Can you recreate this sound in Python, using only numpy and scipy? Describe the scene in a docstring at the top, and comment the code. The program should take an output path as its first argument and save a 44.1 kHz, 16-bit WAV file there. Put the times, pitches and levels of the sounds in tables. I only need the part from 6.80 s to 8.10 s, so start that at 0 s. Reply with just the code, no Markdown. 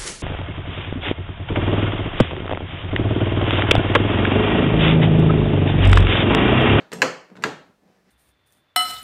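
"""Gate latch in a reverberant room

A hand turns the iron ring of a latch on a wooden gate, over faint background noise.
An earlier clack is dying away as the sound begins; the bar then clacks on its top and bottom stops.
Dying sines make the bar, ironwork, boards and jingling ring; short noise bursts make the contacts.
Random slips make the rubbing, and noise that fades band by band makes the room's answer."""
import sys
import numpy as np
from scipy import signal
from scipy.fft import rfft, irfft
from scipy.io import wavfile
from scipy.ndimage import uniform_filter1d

SR = 44100
rng = np.random.default_rng(int(sys.argv[2]) if len(sys.argv) > 2 else 0)


def unload_audio(sound):
    """Save the sound as a 16-bit wav file, at the path given as the first command line argument."""
    columns = np.transpose(np.atleast_2d(sound))
    # keep every value between -1 and 1, then stretch to whole-number steps
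    steps = np.round(np.clip(columns, -1, 1) * 32767)
    wavfile.write(sys.argv[1], SR, steps.astype(np.int16))


N = 57330  # samples, 1.3 s
T = np.arange(SR) / SR  # one second of time for a single event, s
TOUCH_S = 0.00049  # a light touch sets the modes going gradually


def amp(db):
    """Turns decibels into a gain."""
    return 10 ** (np.asarray(db) / 20)


def unit(x):
    """Scales a signal to rms 1."""
    return x / np.sqrt(np.mean(x ** 2) + 1e-20)


def read(points, hz):
    """Reads a table between its points, on a log-frequency axis."""
    f, value = np.transpose(points)
    return np.interp(np.log(hz + 1), np.log(f + 1), value)


def add(mix, start_s, sound):
    """Mixes a sound in at a start time; any part before time zero is cut off."""
    at = round(start_s * SR)
    sound = sound[max(-at, 0):]
    part = mix[max(at, 0):][:len(sound)]
    part += sound[:len(part)]


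def fade(t, t60):
    """Exponential decay that falls by 60 dB in t60 seconds."""
    return np.exp(-np.log(1000) * t / np.maximum(t60, 1e-3))


def colour(x, spectrum):
    """Filters a signal by a spectrum and scales it to rms 1."""
    hz = np.fft.rfftfreq(len(x), 1 / SR)
    return unit(irfft(rfft(x) * amp(read(spectrum, hz)), len(x)))


def hiss(size):
    """Even noise: one click of random sign at a random place in every six samples."""
    spacing = 6
    out = np.zeros(size)
    at = np.arange(0, size - spacing, spacing)
    at = at + rng.integers(0, spacing, len(at))
    out[at] = rng.choice([-1., 1.], len(at))
    return unit(out)


def ring(modes):
    """Adds up the modes of a struck body: dying sines of alternating sign."""
    out = np.zeros(SR)
    for k, (hz, t60, db) in enumerate(modes):
        out += (-1) ** k * amp(db) * fade(T, t60) * np.sin(2 * np.pi * hz * T)
    return out


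def ring_at_stop(mode_hz, mode_rows, bottom):
    """Rings a body whose modes are excited differently by the top (0) and bottom (1) stops."""
    return ring([(hz, t60, levels[bottom]) for hz, (t60, *levels) in zip(mode_hz, mode_rows)])


def struck(spectrum, t60, tilt_db=0):
    """Contact noise that starts at once and dies fast, tilted in dB per octave above 500 Hz."""
    size = 2048
    hz = np.fft.rfftfreq(size, 1 / SR)
    level = np.log(amp(read(spectrum, hz) + tilt_db * np.log2(np.maximum(hz, 500))))
    # a minimum-phase filter, so that nothing sounds before the contact
    both_sides = np.r_[level, level[-2:0:-1]]
    taps = np.fft.ifft(np.exp(np.conj(signal.hilbert(both_sides)))).real
    burst = hiss(SR) * fade(T, t60)
    return signal.fftconvolve(burst, taps / np.linalg.norm(taps))[:SR]


def reverberate(noise):
    """Turns noise into a room tail: a short build-up, then each band dies at its own speed."""
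    # how long the room rings: f/Hz, t60/s
    room_decay = [(100, 0.42), (300, 0.44), (700, 0.47), (1800, 0.44), (4500, 0.41), (8000, 0.35),
                  (14000, 0.2)]
    delay_s, rise_s = 0.002, 0.0043
    hz, t, bands = signal.stft(noise, SR, nperseg=512)
    fading = bands * fade(t, read(room_decay, hz)[:, None])
    tail = signal.istft(fading, SR, nperseg=512)[1][:SR]
    return tail * (1 - np.exp(-np.maximum(T - delay_s, 0) / rise_s))


def in_room(x, wet_db):
    """Adds the room's reverberation to a sound."""
    tail = reverberate(hiss(SR))
    wet = signal.fftconvolve(x, tail / np.linalg.norm(tail))[:len(x)]
    return x + amp(wet_db) * wet


def background():
    """Faint steady noise of the quiet room."""
    # noise spectrum: f/Hz, level per hertz/dB
    floor_spectrum = [(25, 3.5), (60, 2), (120, -5), (400, 0.5), (1200, -13), (4000, -16.5), (9000, -23),
                      (15500, -27)]
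    level_db = -68.5
    return amp(level_db) * colour(rng.standard_normal(N), floor_spectrum)


def rubbing():
    """Tiny random slips of spindle and bar shake the boards and scrape the metal as the hand moves."""
    # how strong the rubbing is: t/s, low judder level/dB, scrape level/dB
    rub = [(0, -48, -53), (0.099, -73, -87), (0.133, -36, -34), (.165, -41, -63), (.195, -36.5, -67),
           (0.224, -35, -43), (0.299, -76, -69), (.49, -74, -75), (0.523, -50.5, -65), (.55, -54.5, -86),
           (0.599, -42, -76), (.64, -54.5, -42), (.72, -45.5, -54), (.85, -66.5, -83), (0.896, -54, -75),
           (.97, -76, -86.5), (1.02, -63.5, -77.5), (1.08, -57, -67), (1.15, -61.5, -66.5),
           (1.24, -69, -71.5), (1.3, -64.5, -62)]
    # spectra of the shaken boards and the scraped metal: f/Hz, level per hertz/dB
    judder = [(30, -33.5), (70, -20.5), (120, -7.5), (180, 5), (260, -3.5), (480, -10), (900, -16),
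              (3000, -52)]
    scrape = [(150, -18), (500, -1), (1000, -8.5), (1700, -3), (3200, -16.5), (5500, -16), (9000, -30),
              (15000, -38)]
    slips_per_s, slip_spread_db, room_db = 830, 2.5, 2
    out = np.zeros(N)
    s, judder_db, scrape_db = np.transpose(rub)
    for spectrum, level_db in ((judder, judder_db), (scrape, scrape_db)):
        happens = rng.random(N) < slips_per_s / SR
        sign = rng.choice([-1., 1.], N)
        size_db = slip_spread_db * np.minimum(rng.exponential(1, N), 3)
        slips = happens * sign * amp(size_db)
        level = amp(np.interp(np.arange(N) / SR, s, level_db))
        out += colour(in_room(slips, room_db), spectrum) * level
    return out


def chime():
    """The ring jingles in its own modes, partly heard through the room."""
    # modes of the ring: f/Hz
    chime_hz = [4150, 5566, 6503, 7480, 7620, 8960, 9170, 10650, 11420, 11510, 13200, 13290]
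    # for each mode: t60/s, level/dB
    chime_modes = [(0.048, -14.5), (0.099, -12), (0.13, -20.5), (.03, -7), (0.024, -4.5), (0.11, -22.5),
                   (0.046, -13.5), (0.036, -20.5), (0.07, -20.5), (0.11, -22), (.05, -23), (.17, -26.5)]
    room_db = -4
    jingle = ring([(hz, *mode) for hz, mode in zip(chime_hz, chime_modes)])
    return in_room(jingle * (1 - np.exp(-T / TOUCH_S)), room_db)


def knock():
    """A light knock sets the modes of the boards ringing."""
    # modes of the boards: f/Hz, t60/s, level/dB
    knock_modes = [(149, 0.69, -16.5), (159, .25, -11.5), (226.7, .25, -14), (310, .12, -20.5),
                   (390, 0.21, -13), (443.8, .2, -10), (525, 0.06, -15), (640, .15, -22.5),
                   (970.5, 0.29, -24)]
    return ring(knock_modes) * (1 - np.exp(-T / TOUCH_S))


def tick(level_db, bright_db, chime_db, knock_db):
    """A light metal contact in the loose pivot chimes the ring and knocks the boards."""
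    # noise of the contact: f/Hz, level per hertz/dB
    tick_spectrum = [(30, -39), (100, -12.5), (400, -3), (900, -4), (1800, 2.5), (3200, -7.5),
                     (6000, -11.5), (9000, -20), (11000, -28.5), (15500, -42.5)]
    t60_s, room_db = 0.02, -6
    contact = in_room(struck(tick_spectrum, t60_s, bright_db), room_db)
    return amp(level_db) * (contact + amp(chime_db) * chime() + amp(knock_db) * knock())


def ring_bar(bottom):
    """Bar and keeper ring briefly after the blow."""
    # modes of bar and keeper: f/Hz
    bar_hz = [640, 1012, 1370, 1662, 2040, 2400, 2660, 3060, 3650, 4145, 4410, 4778, 6280, 7280]
    # for each mode: t60/s, level at the top stop/dB, level at the bottom stop/dB
    bar_modes = [(.04, -23, -31.5), (.045, -14, -21), (.03, -15, -12.5), (0.027, -4, -6.5),
                 (.04, -14, -11.5), (.038, -23, -35), (.03, -17, -17), (.04, -20.5, -21.5),
                 (.02, -44, -14.5), (.04, -19.5, -24.5), (.03, -27, -28), (.025, -20, -20),
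                 (.025, -22.5, -34), (.03, -22, -23)]
    return ring_at_stop(bar_hz, bar_modes, bottom)


def ring_ironwork(bottom):
    """The ironwork rings on faintly, longer than the bar."""
    # modes of the ironwork: f/Hz
    iron_hz = [1055, 1260, 1510, 1892, 2218, 2379, 3397, 4295, 4772, 5290, 5950, 6277, 6837, 11510]
    # for each mode: t60/s, level at the top stop/dB, level at the bottom stop/dB
    iron_modes = [(.3, -32.5, -46), (.25, -31, -39), (0.12, -35, -40.5), (.3, -36, -42.5), (.3, -34, -46),
                  (.25, -36, -55.5), (.3, -43, -49.5), (.33, -38.5, -50), (.35, -42.5, -52.5),
                  (.4, -45.5, -69.5), (.3, -41.5, -61.5), (.38, -43.5, -57.5), (.25, -41.5, -53.5),
                  (.3, -58, -55)]
    return ring_at_stop(iron_hz, iron_modes, bottom)


def boom_boards(bottom, shudder_db):
    """The wooden boards ring and shudder, swelling a moment after the blow."""
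    # modes of the boards: f/Hz
    boards_hz = [130, 171, 205, 272, 296, 404, 431, 496, 514, 565, 672, 841, 980]
    # for each mode: t60/s, level at the top stop/dB, level at the bottom stop/dB
    boards_modes = [(.3, -37.5, -40), (0.48, -37, -43), (.25, -38.5, -29.5), (.25, -24.5, -24.5),
                    (.2, -28, -42.5), (.18, -31, -38.5), (.25, -35, -23), (.13, -21.5, -33.5),
                    (0.34, -21, -35), (.2, -33.5, -29), (.22, -27, -35.5), (.25, -30, -34.5),
                    (.22, -30, -29)]
    # noise of the brief shudder: f/Hz, level per hertz/dB
    shudder = [(40, -52), (110, -21.5), (260, -1.5), (520, 2), (750, -10.5), (1300, -6), (2000, -15.5),
               (3500, -31.5), (12000, -47)]
    base_db, t60_s, rise_s = -15, .14, 0.015
    boards = ring_at_stop(boards_hz, boards_modes, bottom)
    boards += amp(base_db + shudder_db) * struck(shudder, t60_s)
    return boards * (1 - np.exp(-(T / rise_s) ** 2))


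def crack(extra_db=0):
    """The crack of contact: a very short noise burst."""
    # noise of the crack: f/Hz, level per hertz/dB
    crack_spectrum = [(30, -46.5), (70, -28.5), (130, -13.5), (400, 1), (900, 2), (2500, 5.5), (3500, -9.5),
                      (4500, -10), (7000, -8.5), (9500, -23), (14000, -28.5), (16000, -35)]
    base_db, t60_s = -8.5, 0.02
    return amp(base_db + extra_db) * struck(crack_spectrum, t60_s)


def uneven(noise):
    """Makes the noise's spectrum uneven at random, so the tail sounds grainier, keeping the power even."""
    # strength of the unevenness: f/Hz, depth/dB
    uneven_depth = [(300, 0), (1000, 2.5), (2500, 3), (5000, 4), (9000, 2.5)]
    spacing_hz, count = 44.75, 1000
    hz = np.fft.rfftfreq(len(noise), 1 / SR)
    heights = np.clip(rng.standard_normal(count), -2, 2)
    bumps = np.interp(hz / spacing_hz, np.arange(count), heights)
    gain = amp(read(uneven_depth, hz) * bumps)
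    nearby_gain = np.sqrt(uniform_filter1d(gain ** 2, size=500))
    return irfft(rfft(noise) * gain / nearby_gain, len(noise))


def spill(bottom, room_db):
    """The room rings on with the sound that this stop sends into it."""
    # spectra sent out by the top and bottom stops: f/Hz, level per hertz/dB
    spill_top = [(30, -58.5), (70, -32), (135, -12.5), (290, -7.5), (500, -3.5), (790, -10.5), (1340, -7.5),
                 (2750, -12), (3340, -18.5), (3670, -28), (4340, -15), (5500, -22.5), (6850, -19),
                 (8500, -29.5), (9600, -39), (11500, -39.5), (15500, -60.5)]
    spill_bottom = [(30, -60.5), (65, -23), (140, -9), (270, -4), (360, -8), (450, -4.5), (1130, -11),
                    (1590, -8.5), (2060, -14.5), (4240, -19.5), (5390, -27), (6690, -24), (9000, -33.5),
                    (10200, -46.5), (11600, -41), (15500, -58.5)]
    base_db = -20
    sent = colour(uneven(hiss(SR)), (spill_top, spill_bottom)[bottom])
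    return amp(base_db + room_db) * reverberate(sent)


def clack(level_db, stop, room_db, shudder_db, rebound_s, rebound_db, recrack_db):
    """The bar hits its keeper and rebounds once; boards, ironwork and room ring on."""
    bottom = int(stop > .5)
    bar = ring_bar(bottom)
    out = bar + ring_ironwork(bottom) + crack() + boom_boards(bottom, shudder_db)
    add(out, rebound_s, amp(rebound_db) * bar + crack(recrack_db))
    out += spill(bottom, room_db)
    return amp(level_db) * out


def scene():
    """Background, rubbing, ticks and clacks of the latch, added together."""
    # the ring and spindle tick in their play:
    # t/s, level/dB, brightness/dB per octave, ring chime/dB, knock on the boards/dB
    ticks = [(.1182, -27, -1, -18, -7.5), (.1280, -26.5, -2.5, -15, 2.5), (.1322, -30, 7, 0, 3),
             (.1445, -41, 1.5, -2, -10), (0.1861, -44, -1.5, -8, 4.5), (0.2379, -35.5, 0, -1, -10.5),
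             (.5005, -44.5, -5.5, -25.5, -13.5), (.5155, -42.5, -13.5, -34.5, -4.5),
             (.5545, -40.5, -5.5, -27, -12), (.5600, -48, -1.5, -19.5, -13.5), (.5670, -40, -2.5, -26, -14),
             (.5730, -38, -4, -29, -10.5), (0.6129, -51.5, -4, -28, 9.5), (.6235, -35, -0.5, -11.5, -7),
             (.6265, -38.5, -2, -4, 7)]
    # the bar hits a stop: t/s, level/dB, stop (0 top, 1 bottom), room/dB, shudder of the boards/dB,
    # rebound delay/s, rebound of the bar/dB, rebound crack/dB
    clacks = [(-.19, -4, 1, 4, -6, .003, -6, -6), (.2190, 1, 0, -2, -1, 0.0068, -19.5, -3),
              (.6381, -6, 1, 0, 1, .0031, -6, -7)]
    mix = background() + rubbing()
    for start_s, *settings in ticks:
        add(mix, start_s, tick(*settings))
    for start_s, *settings in clacks:
        add(mix, start_s, clack(*settings))
    return mix[None]


def record(dry):
    """The microphone rounds off the loudest peaks, loses the deep bass and limits the treble."""
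    ceiling, low_cut_hz, top_hz = 1.0, 52, 15800
    rounded = ceiling * np.tanh(dry / ceiling)
    bass_cut = signal.butter(2, low_cut_hz, "high", fs=SR, output="sos")
    treble_cut = signal.firwin(255, top_hz, window=("kaiser", 9), fs=SR)
    return signal.oaconvolve(signal.sosfilt(bass_cut, rounded), treble_cut[None], "same")


dry = scene()
out = record(dry)
unload_audio(out)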